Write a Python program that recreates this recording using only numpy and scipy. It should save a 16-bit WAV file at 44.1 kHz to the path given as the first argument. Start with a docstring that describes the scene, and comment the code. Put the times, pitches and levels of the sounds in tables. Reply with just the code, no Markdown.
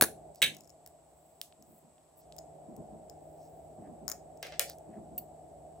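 """Lipstick tubes in the hands

Two metal lipstick tubes knock, clack, tick and rub close to a stereo microphone in a small room.
Each touch mixes fading tones, for the ringing metal, with short noise bursts, for the contact.
Sleeves snap with a sharp pulse and hiss as narrow bands of noise; scissors chatter on the table.
Behind them a fan (noise and two low tones) hums, and dull noise thumps repeat in threes far away."""
import sys
import numpy as np
from scipy import signal
from scipy.fft import rfft, irfft, next_fast_len
from scipy.io import wavfile
from scipy.ndimage import uniform_filter1d

SR = 44100
rng = np.random.default_rng(int(sys.argv[2]) if len(sys.argv) > 2 else 0)


def put_to_file(sound):
    """Save the sound as 16-bit audio at rate SR, in the file named by the first command-line argument."""
    columns = np.atleast_2d(sound).T  # one column per channel
    safe = np.clip(columns, -1, 1)
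    whole_steps = np.round(safe * 32767)
    wavfile.write(sys.argv[1], SR, whole_steps.astype(np.int16))


N = 255780  # length of the scene in samples
T = np.arange(SR // 2) / SR  # time since a blow, in s
HZ = np.fft.rfftfreq(len(T), 1 / SR)  # the frequencies of such a short sound

# All levels are relative: each sound's function mixes and scales them.
# colour of the fan's rush, the steady hiss and its narrow high band: (f/Hz, level/dB)
AIR = [(42, -26.5), (58, -3.5), (110, -10.5), (200, -14.5), (450, -8), (510, -12.5), (630, 1.5),
       (740, -0.5), (870, -14.5), (1050, -33), (1500, -38), (5000, -61.5)]
HISS = [(100, 10), (900, 14), (1500, -0.5), (5500, -5), (14000, -5), (15500, -8), (16100, -28.5)]
WHINE = [(3000, -30), (6700, -21), (7500, -5), (8000, 1.5), (8500, -9), (10000, -26.5), (14000, -41)]
# steady tones of the fan: (f/Hz, level/dB)
HUM = [(156, -10.5), (313, -17)]
# the fan and far thumps are steady but for one dip, in which they keep sinking
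FAN_DB, DIP_DB, DIP_SINK_DB_PER_S = -53.5, -6.5, -4.5
DIP_START_S, DIP_FALL_S, DIP_END_S, DIP_RETURN_S = 0.31, 0.051, 2.373, 0.29
# one group of far thumps: (delay/s, level/dB)
THUMP_GROUP = [(0, 5.5), (.092, 7), (.238, 4.5)]
FIRST_GROUP_S, GROUP_PERIOD_S = 1.583, 1.095
# colour of a far thump, also used for the boom under the cap: (f/Hz, level/dB)
FAR = [(30, -26), (80, -13.5), (150, -6), (228, 1), (275, -9.5), (330, -4.5), (500, -15), (1000, -25),
       (3000, -75.5)]

# how long the room's echo takes to fall by 60 dB: (f/Hz, t60/s)
ROOM_T60 = [(200, 0.58), (1000, 0.12), (2800, 0.2), (7000, 0.23), (15000, 0.17)]
# colour of the echo: (f/Hz, level/dB)
ROOM_TONE = [(200, -5), (600, -1.5), (1100, 4.5), (2200, 3), (4000, -2), (5000, -2.5), (8000, 2),
             (11000, 1.5), (15000, -2.5)]
# how alike left and right are in sound from all around: (f/Hz, likeness from -1 to 1)
ALIKE = [(100, 0.85), (700, .6), (1500, 0.32), (5000, 0.1), (9000, .6), (12500, 0.91)]
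# how far the left microphone port leads the right: (f/Hz, phase/rad)
PORTS = [(300, -.3), (1200, -.5), (2200, .5), (3800, 1.25), (5800, .55), (7800, .75), (10000, .9),
         (11300, 0), (13350, -3.14), (15400, -6.28)]
TOP_HZ = 16250  # upper edge of the microphone

# metal bumps on the table: (t/s, crack level/dB, board level/dB)
BUMPS = [(4.4279, -34.5, -32.5), (4.468, -46.5, -41.5), (4.522, -57, -39), (4.595, -14.5, -24.5)]
# metal drags on the table, case slips on case: (start/s, end/s, gap/s)
DRAG_RUN = (4.44, 4.565, 0.012)
SLIP_RUN = (0.526, .69, 0.012)
DRAG_DB, SLIP_DB, RUN_FADE_DB_PER_S = -48.5, -51.5, -51  # levels at the start of a run, and their slope
SLIP_SCATTER_S, SLIP_SCATTER_DB, SLIP_RING_DB = 0.005, 4, 0

# scissor blades chatter: (t/s, level/dB)
SNIPS = [(5.1793, -25.5), (5.182, -30.5), (5.187, -33.5)]
# a sleeve hisses as it turns: (middle t/s, half length/s, level/dB)
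TWISTS = [(1.272, 0.42, -75), (1.74, 0.17, -66.5), (2.189, 0.052, -61), (3.448, 0.57, -73.5)]
TWIST_HZ, TWIST_OCTAVES, RUB_OCTAVES = 13560, 0.24, .32  # octaves from the centre to half strength
# fingers and metal slide: (middle t/s, half length/s, level/dB, centre f/Hz)
RUBS = [(0.378, 0.069, -71, 5000), (2.225, 0.064, -76, 5200), (3.44, 0.13, -74, 5630),
        (3.858, 0.072, -72.5, 1725), (4.701, 0.069, -55.5, 4680), (4.95, 0.08, -72, 1814)]
# case touches case: (t/s, level/dB, ring level/dB)
TICKS = [(.3476, -46, -19), (.358, -40.5, -19), (.5475, -41, -5.5), (.5675, -38.5, -8), (.6075, -41, -3),
         (.6752, -47.5, -5), (.6952, -46, -3), (.7022, -45.5, 3), (.8624, -36, -12), (.8744, -38, -16),
         (1.6246, -44.5, -10), (2.365, -40, -22), (2.3835, -39.5, 4), (2.3875, -33.5, 1),
         (2.7646, -44, -12.5), (3.0979, -39, 4), (4.0803, -20, 1), (4.0888, -29, -1), (4.0924, -38, 3),
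         (4.099, -22, -17), (4.1163, -21.5, -1), (4.1232, -34, 6), (4.374, -49.5, -9), (4.698, -28, -21),
         (4.785, -44.5, -14)]
TICK_PAN_DB, PAN_PER_RING_DB = 10.5, 0.67  # the tube's ring radiates to the left
# a sleeve snaps as it is twisted: (t/s, level/dB, upper edge f/Hz)
SNAPS = [(1.4148, -29, 16000), (1.525, -41, 2580), (1.982, -46, 2200), (2.324, -44.5, 9000)]
# a cap clacks and rattles to rest: (t/s, level/dB, ring tilt/dB per octave, room level/dB)
CLACKS = [(0.4187, -14.5, 1.5, -8.5), (0.4254, -12.5, 2, -9), (0.4322, -18.5, -0.5, -8.5),
          (0.4388, -18.5, 0.5, -8.5), (0.4441, -22, 1.5, -6.5), (.4635, -29.5, -2.5, -6)]
CAP_BOOM_DB = -43  # the table booms under the cap
# clear after-ring of the cap's modes below the top frequency
CAP_SING_DB, CAP_SING_T60, CAP_SING_TOP_HZ = -5, 0.12, 9000
# the cases knock together: (t/s, level/dB, low thud level/dB)
KNOCKS = [(0.011, -10.5, -14.5), (0.0215, -12, -11.5), (0.0233, -11.5, -2.5), (0.0308, -21.5, -8.5),
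          (0.0376, -19.5, -11), (0.0437, -27, -4)]

# tones at which the scissors, tube, cap and cases ring: (f/Hz, level/dB, t60/s)
BLADES = [(2845, -19.5, 0.018), (4440, -28, 0.097), (7940, -15, 0.018), (11800, -10, 0.023),
          (14366, 2.5, 0.037)]
TUBE = [(5380, 0, .009), (6820, 1, .0085), (9880, -14, .006), (14400, -6, .006)]
CAP = [(1696, -5, 0.028), (2020, -8, 0.02), (2222, 0.5, 0.025), (2595, -3, 0.022), (2854, -4.5, 0.022),
       (3115, -1.5, .026), (3560, -4.5, .02), (3880, 0, 0.023), (4317, -9.5, 0.019), (6183, -13.5, .02),
       (7967, -11.5, 0.016), (10730, -9.5, .014)]
CASES = [(1047, -5, 0.0063), (1606, -2.5, 0.013), (2450, -9.5, 0.008), (4208, -5, 0.009), (6000, -13, .012),
         (10600, -4, 0.028), (12440, -5, 0.0053), (14570, 1, 0.006)]
# colour of the table board, a sleeve's snap, a bare metal contact and a near thud: (f/Hz, level/dB)
TABLE = [(250, -12.5), (590, 12), (1050, -6), (1800, 5), (3000, 3), (5500, 1), (14000, -49)]
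SNAP = [(600, -15), (2200, -9.5), (3300, 4.5), (5600, 4.5), (7500, -9.5), (11000, -8.5), (15000, 0.5)]
CRACK = [(100, -21.5), (550, 6), (1100, -11.5), (2200, -5.5), (4200, -3), (5600, 2), (8000, 2.5),
         (11500, 0.5), (14500, 9.5), (16500, -5)]
THUD = [(100, -7), (300, -0.5), (480, 0.5), (750, -5.5), (1200, -22), (4000, -72.5)]


def amp(db):
    """Turn decibels into a multiplier."""
    return 10 ** (np.asarray(db) / 20)


def unit(x):
    """Scale a sound to an average strength (rms) of 1."""
    return x / np.sqrt(np.mean(x ** 2) + 1e-20)


def blow(x):
    """Scale a short sound to the energy of one millisecond at rms 1."""
    return x / np.sqrt(np.sum(x ** 2) * 1000 / SR + 1e-20)


def along(points, hz):
    """Read a curve of (frequency, value) points on a log frequency axis."""
    f, v = np.transpose(points)
    return np.interp(np.log(hz + 1), np.log(f + 1), v)


def filtered(x, response):
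    """Multiply each frequency of x by a given response."""
    n = x.shape[-1]
    m = next_fast_len(n + SR // 8)  # spare room, so the end does not wrap onto the start
    return irfft(rfft(x, m) * response(np.fft.rfftfreq(m, 1 / SR)), m)[..., :n]


def above(x, low_hz):
    """Weaken what lies below low_hz."""
    return signal.sosfilt(signal.butter(3, low_hz, "highpass", fs=SR, output="sos"), x)


def below(x, top_hz):
    """Weaken what lies above top_hz."""
    return signal.sosfilt(signal.butter(3, min(top_hz, .45 * SR), fs=SR, output="sos"), x)


def noise(spectrum, size):
    """Coloured noise of rms 1."""
    return unit(filtered(rng.standard_normal(size), lambda hz: amp(along(spectrum, hz))))


def diffuse(spectrum, size):
    """Stereo noise from all around, its left-right likeness changing with frequency."""
    def likeness(hz):
        return np.clip(along(ALIKE, hz), -1, 1)

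    mid = filtered(noise(spectrum, size), lambda hz: np.sqrt(1 + likeness(hz)))
    side = filtered(noise(spectrum, size), lambda hz: np.sqrt(1 - likeness(hz)))
    return unit(np.array([mid + side, mid - side]))


def fade(t60, attack=0.0001):
    """A blow's rise and fall: it drops 60 dB every t60 seconds; attack (s) sets the rise."""
    return amp(-60 * T / t60) * (1 - np.exp(-T / attack))


def causal(gain):
    """The response with this gain that never sounds before its cause."""
    cepstrum = irfft(np.log(gain))
    return np.exp(rfft(2 * cepstrum[:len(T) // 2], len(T)))


def click(spectrum):
    """One clean, sudden pulse with the given spectrum."""
    return blow(irfft(causal(amp(along(spectrum, HZ)))))


def burst(spectrum, t60, tilt_db=0):
    """A dying noise burst that keeps evenly to its spectrum, tilted per octave above 1500 Hz."""
    raw = rfft(rng.standard_normal(len(T)) * fade(t60))
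    ripple = np.sqrt(uniform_filter1d(np.abs(raw) ** 2, size=300))
    colour = amp(along(spectrum, HZ) + tilt_db * np.log2(np.maximum(HZ, 1500)))
    return blow(irfft(raw * causal(colour / ripple)))


def crack(t60, tilt_db=0, low_hz=300):
    """The broad burst of a metal contact; a light part gives off little below low_hz."""
    return blow(above(burst(CRACK, t60, tilt_db), low_hz))


def ring(modes, spread=.05, count=8):
    """Each resonance is one partial or a cluster of close ones, detuned at random by spread."""
    hz, db, t60 = np.transpose(modes)
    detune, phase = rng.standard_normal((2, count, len(hz), 1))
    t = T[T < 2 * t60.max()]
    partials = np.sin(2 * np.pi * (hz[:, None] * (1 + spread * detune) * t + phase)).sum(0)
    sound = np.zeros(len(t))
    for x, level, life in zip(partials, db, t60):
        # a longer-lived mode also carries more energy
        sound += amp(level) * blow(x * fade(life)[:len(t)]) * np.sqrt(life)
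    return blow(np.pad(sound, (0, len(T) - len(t))))


def slips(start, end, gap, db):
    """An uneven, fading run of small contacts: rows of (t/s, level/dB)."""
    times = np.arange(start, end, gap)
    chance = rng.standard_normal((len(times), 2))
    rows = []
    for s, (late, hard) in zip(times, chance):
        level_db = db + RUN_FADE_DB_PER_S * (s - start) + SLIP_SCATTER_DB * hard
        rows.append((s + SLIP_SCATTER_S * late, level_db))
    return rows


def slide(half_length, centre_hz, octaves):
    """A swell of tiny slips in one band, catching and letting go every few milliseconds."""
    size = int(2 * half_length * SR)
    grip = unit(filtered(rng.standard_normal(size), lambda hz: hz < 200))
    friction = rng.standard_normal(size) * amp(3.5 * np.minimum(grip, 2))
    band = filtered(friction, lambda hz: 1 / (1 + (np.log2((hz + 1) / centre_hz) / octaves) ** 2))
    return unit(band) * np.hanning(size) ** 2


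def room(x, room_db, pan_db=0):
    """Direct sound, quick echoes off near surfaces, and a tail that builds up as the walls answer."""
    hz, t, z = signal.stft(diffuse([(100, 0)], len(T)), SR, nperseg=256)
    decay = amp(-60 * t / along(ROOM_T60, hz)[:, None])
    tail = signal.istft(z * decay, SR, nperseg=256)[1][:, :len(T)]
    tail = tail * (1 - np.exp(-T / .009))
    tail = filtered(tail / np.linalg.norm(tail[0]), lambda hz: amp(along(ROOM_TONE, hz)))
    # small surfaces return mostly treble
    near = above(diffuse([(100, 0)], len(T)) * fade(t60=.005), low_hz=1900)
    near = near / np.linalg.norm(near, axis=1, keepdims=True)
    echoes = amp(room_db) * tail + amp(-10.5) * near
    direct = x * amp([[pan_db / 2], [-pan_db / 2]])  # positive pan leans left
    return direct + signal.fftconvolve(x[None], echoes, axes=1)[:, :len(T)]


def add(out, s, x):
    """Mix x in at time s."""
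    start = max(round(s * SR), 0)
    part = x[..., :N - start]
    out[:, start:start + part.shape[-1]] += part


def far_thumps():
    """The same three short, low booms return at a steady pace."""
    out = np.zeros((2, N))
    for s in np.arange(FIRST_GROUP_S, N / SR - THUMP_GROUP[-1][0], GROUP_PERIOD_S):
        for delay, db in THUMP_GROUP:
            add(out, s + delay, amp(db + 3) * diffuse(FAR, len(T)) * fade(t60=0.4, attack=0.0098))
    return out


def background():
    """The fan's rush and hum and the far thumps dip together, over a steady hiss with a high band."""
    t = np.arange(N) / SR
    # slow wander in the hum's pitch
    drift = np.cumsum(filtered(rng.standard_normal(N), lambda hz: hz < 4)) / SR
    hum = sum(amp(db) * np.sqrt(2) * np.sin(2 * np.pi * hz * (t + .6 * drift)) for hz, db in HUM)
    fan = amp(1.5) * diffuse(AIR, N) + hum
    falling = (t - DIP_START_S) / DIP_FALL_S
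    returning = (DIP_END_S - t) / DIP_RETURN_S
    dip = np.clip(np.minimum(falling, returning), 0, 1)
    level_db = FAN_DB + dip * (DIP_DB + DIP_SINK_DB_PER_S * (t - DIP_START_S))
    hiss = amp(-69.5) * diffuse(HISS, N) + amp(-72.5) * noise(WHINE, N)
    return amp(level_db) * (fan + far_thumps()) + hiss


def table():
    """Metal bumps on and drags across the table: sharp cracks on the bumps, a duller board for both."""
    def board():
        return room(burst(TABLE, t60=0.033), room_db=0.0)

    out = np.zeros((2, N))
    for s, crack_db, board_db in BUMPS:
        metal = room(crack(t60=0.0055, tilt_db=-0.5, low_hz=1830), room_db=-7.5, pan_db=2.0)
        add(out, s, amp(crack_db) * metal + amp(board_db) * board())
    for s, db in slips(*DRAG_RUN, DRAG_DB):
        add(out, s, amp(db) * board())
    return out


def scissors():
    """The blades chatter with a very high, short ring."""
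    out = np.zeros((2, N))
    for s, db in SNIPS:
        contact = amp(-15.5) * crack(t60=0.031, low_hz=2500)
        add(out, s, amp(db) * room(ring(BLADES, spread=0.034) + contact, room_db=-14.0))
    return out


def rubs():
    """Turning sleeves all hiss in the same high band; fingers and metal rub lower."""
    out = np.zeros((2, N))
    for s, half_length, db in TWISTS:
        add(out, s - half_length, amp(db) * slide(half_length, TWIST_HZ, TWIST_OCTAVES))
    for s, half_length, db, centre_hz in RUBS:
        add(out, s - half_length, amp(db) * slide(half_length, centre_hz, RUB_OCTAVES))
    return out


def ticks(contacts):
    """Light contacts ring the hand-damped tube; firmer ones are brighter and wake the case's low modes."""
    out = np.zeros((2, N))
    for s, db, ring_db in contacts:
        force_db = db + 20.0
        contact = crack(t60=0.0058, tilt_db=3.5 + .06 * force_db, low_hz=1500)
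        tick = blow(amp(ring_db + 6.0) * ring(TUBE, spread=0.024) + contact)
        body = amp(-13.5 + 0.49 * force_db) * blow(below(ring(CASES, spread=.25), top_hz=2200))
        pan_db = TICK_PAN_DB + PAN_PER_RING_DB * ring_db
        both = room(tick, room_db=-11.5, pan_db=pan_db) + room(body, room_db=-6.0)
        add(out, s, amp(db - 7.0) * both)
    return out


def snaps():
    """A sleeve lets go in a dry pulse and a bright crack in the room; soft ones have less treble."""
    out = np.zeros((2, N))
    for s, db, top_hz in SNAPS:
        pulse = room(click(SNAP), room_db=-13.5, pan_db=2.5)
        bright = room(crack(t60=0.004, tilt_db=3, low_hz=3020), room_db=-6)
        add(out, s, amp(db) * below(pulse + amp(-4) * bright, top_hz))
    return out


def caps():
    """A loose cap clacks and rattles, its modes sing on, and the table booms under it."""
    out = np.zeros((2, N))
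    for s, db, tilt_db, room_db in CLACKS:
        modes = [(hz, level + tilt_db * np.log2(hz / CAP[0][0]), t60) for hz, level, t60 in CAP]
        lower = [(hz, level, CAP_SING_T60) for hz, level, _ in modes if hz < CAP_SING_TOP_HZ]
        singing = amp(CAP_SING_DB) * ring(lower, spread=0, count=1)
        rattle = below(crack(t60=0.05, tilt_db=-6.5, low_hz=1711), top_hz=3800)
        contact = amp(-7.5) * crack(t60=0.013) + amp(-10) * rattle
        add(out, s, amp(db) * room(ring(modes, spread=0.028) + singing + contact, room_db))
    boom = diffuse(FAR, len(T)) * fade(t60=0.51, attack=0.00359)
    add(out, CLACKS[1][0], amp(CAP_BOOM_DB) * boom)  # starts with the second clack
    return out


def knocks():
    """Hard knocks of the cases, with a thud from the weight behind them."""
    out = np.zeros((2, N))
    for s, db, thud_db in KNOCKS:
        metal = amp(-0.5) * ring(CASES, spread=.055) + amp(-4.0) * crack(t60=.016)
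        thud = above(burst(THUD, t60=0.018), low_hz=80)
        add(out, s, amp(db) * room(metal + amp(thud_db) * thud, room_db=-14.5, pan_db=1.5))
    return out


def scene():
    """Everything the hands do, over the room's background."""
    case_slips = [(s, db, SLIP_RING_DB) for s, db in slips(*SLIP_RUN, SLIP_DB)]
    hands = table() + scissors() + rubs() + ticks(TICKS) + ticks(case_slips)
    return background() + hands + snaps() + caps() + knocks()


def record(dry):
    """Two microphone ports differ in phase; hard peaks are rounded, deep bass and top treble cut."""
    sides = np.array([[1], [-1]])
    pair = filtered(dry, lambda hz: np.exp(.5j * along(PORTS, hz) * sides))
    pair = pair / (1 + np.abs(pair / .8) ** 6) ** (1 / 6)
    return filtered(pair, lambda hz: 1 / np.sqrt((1 + (48 / (hz + 1)) ** 8) * (1 + (hz / TOP_HZ) ** 200)))


dry = scene()
out = record(dry)
put_to_file(out)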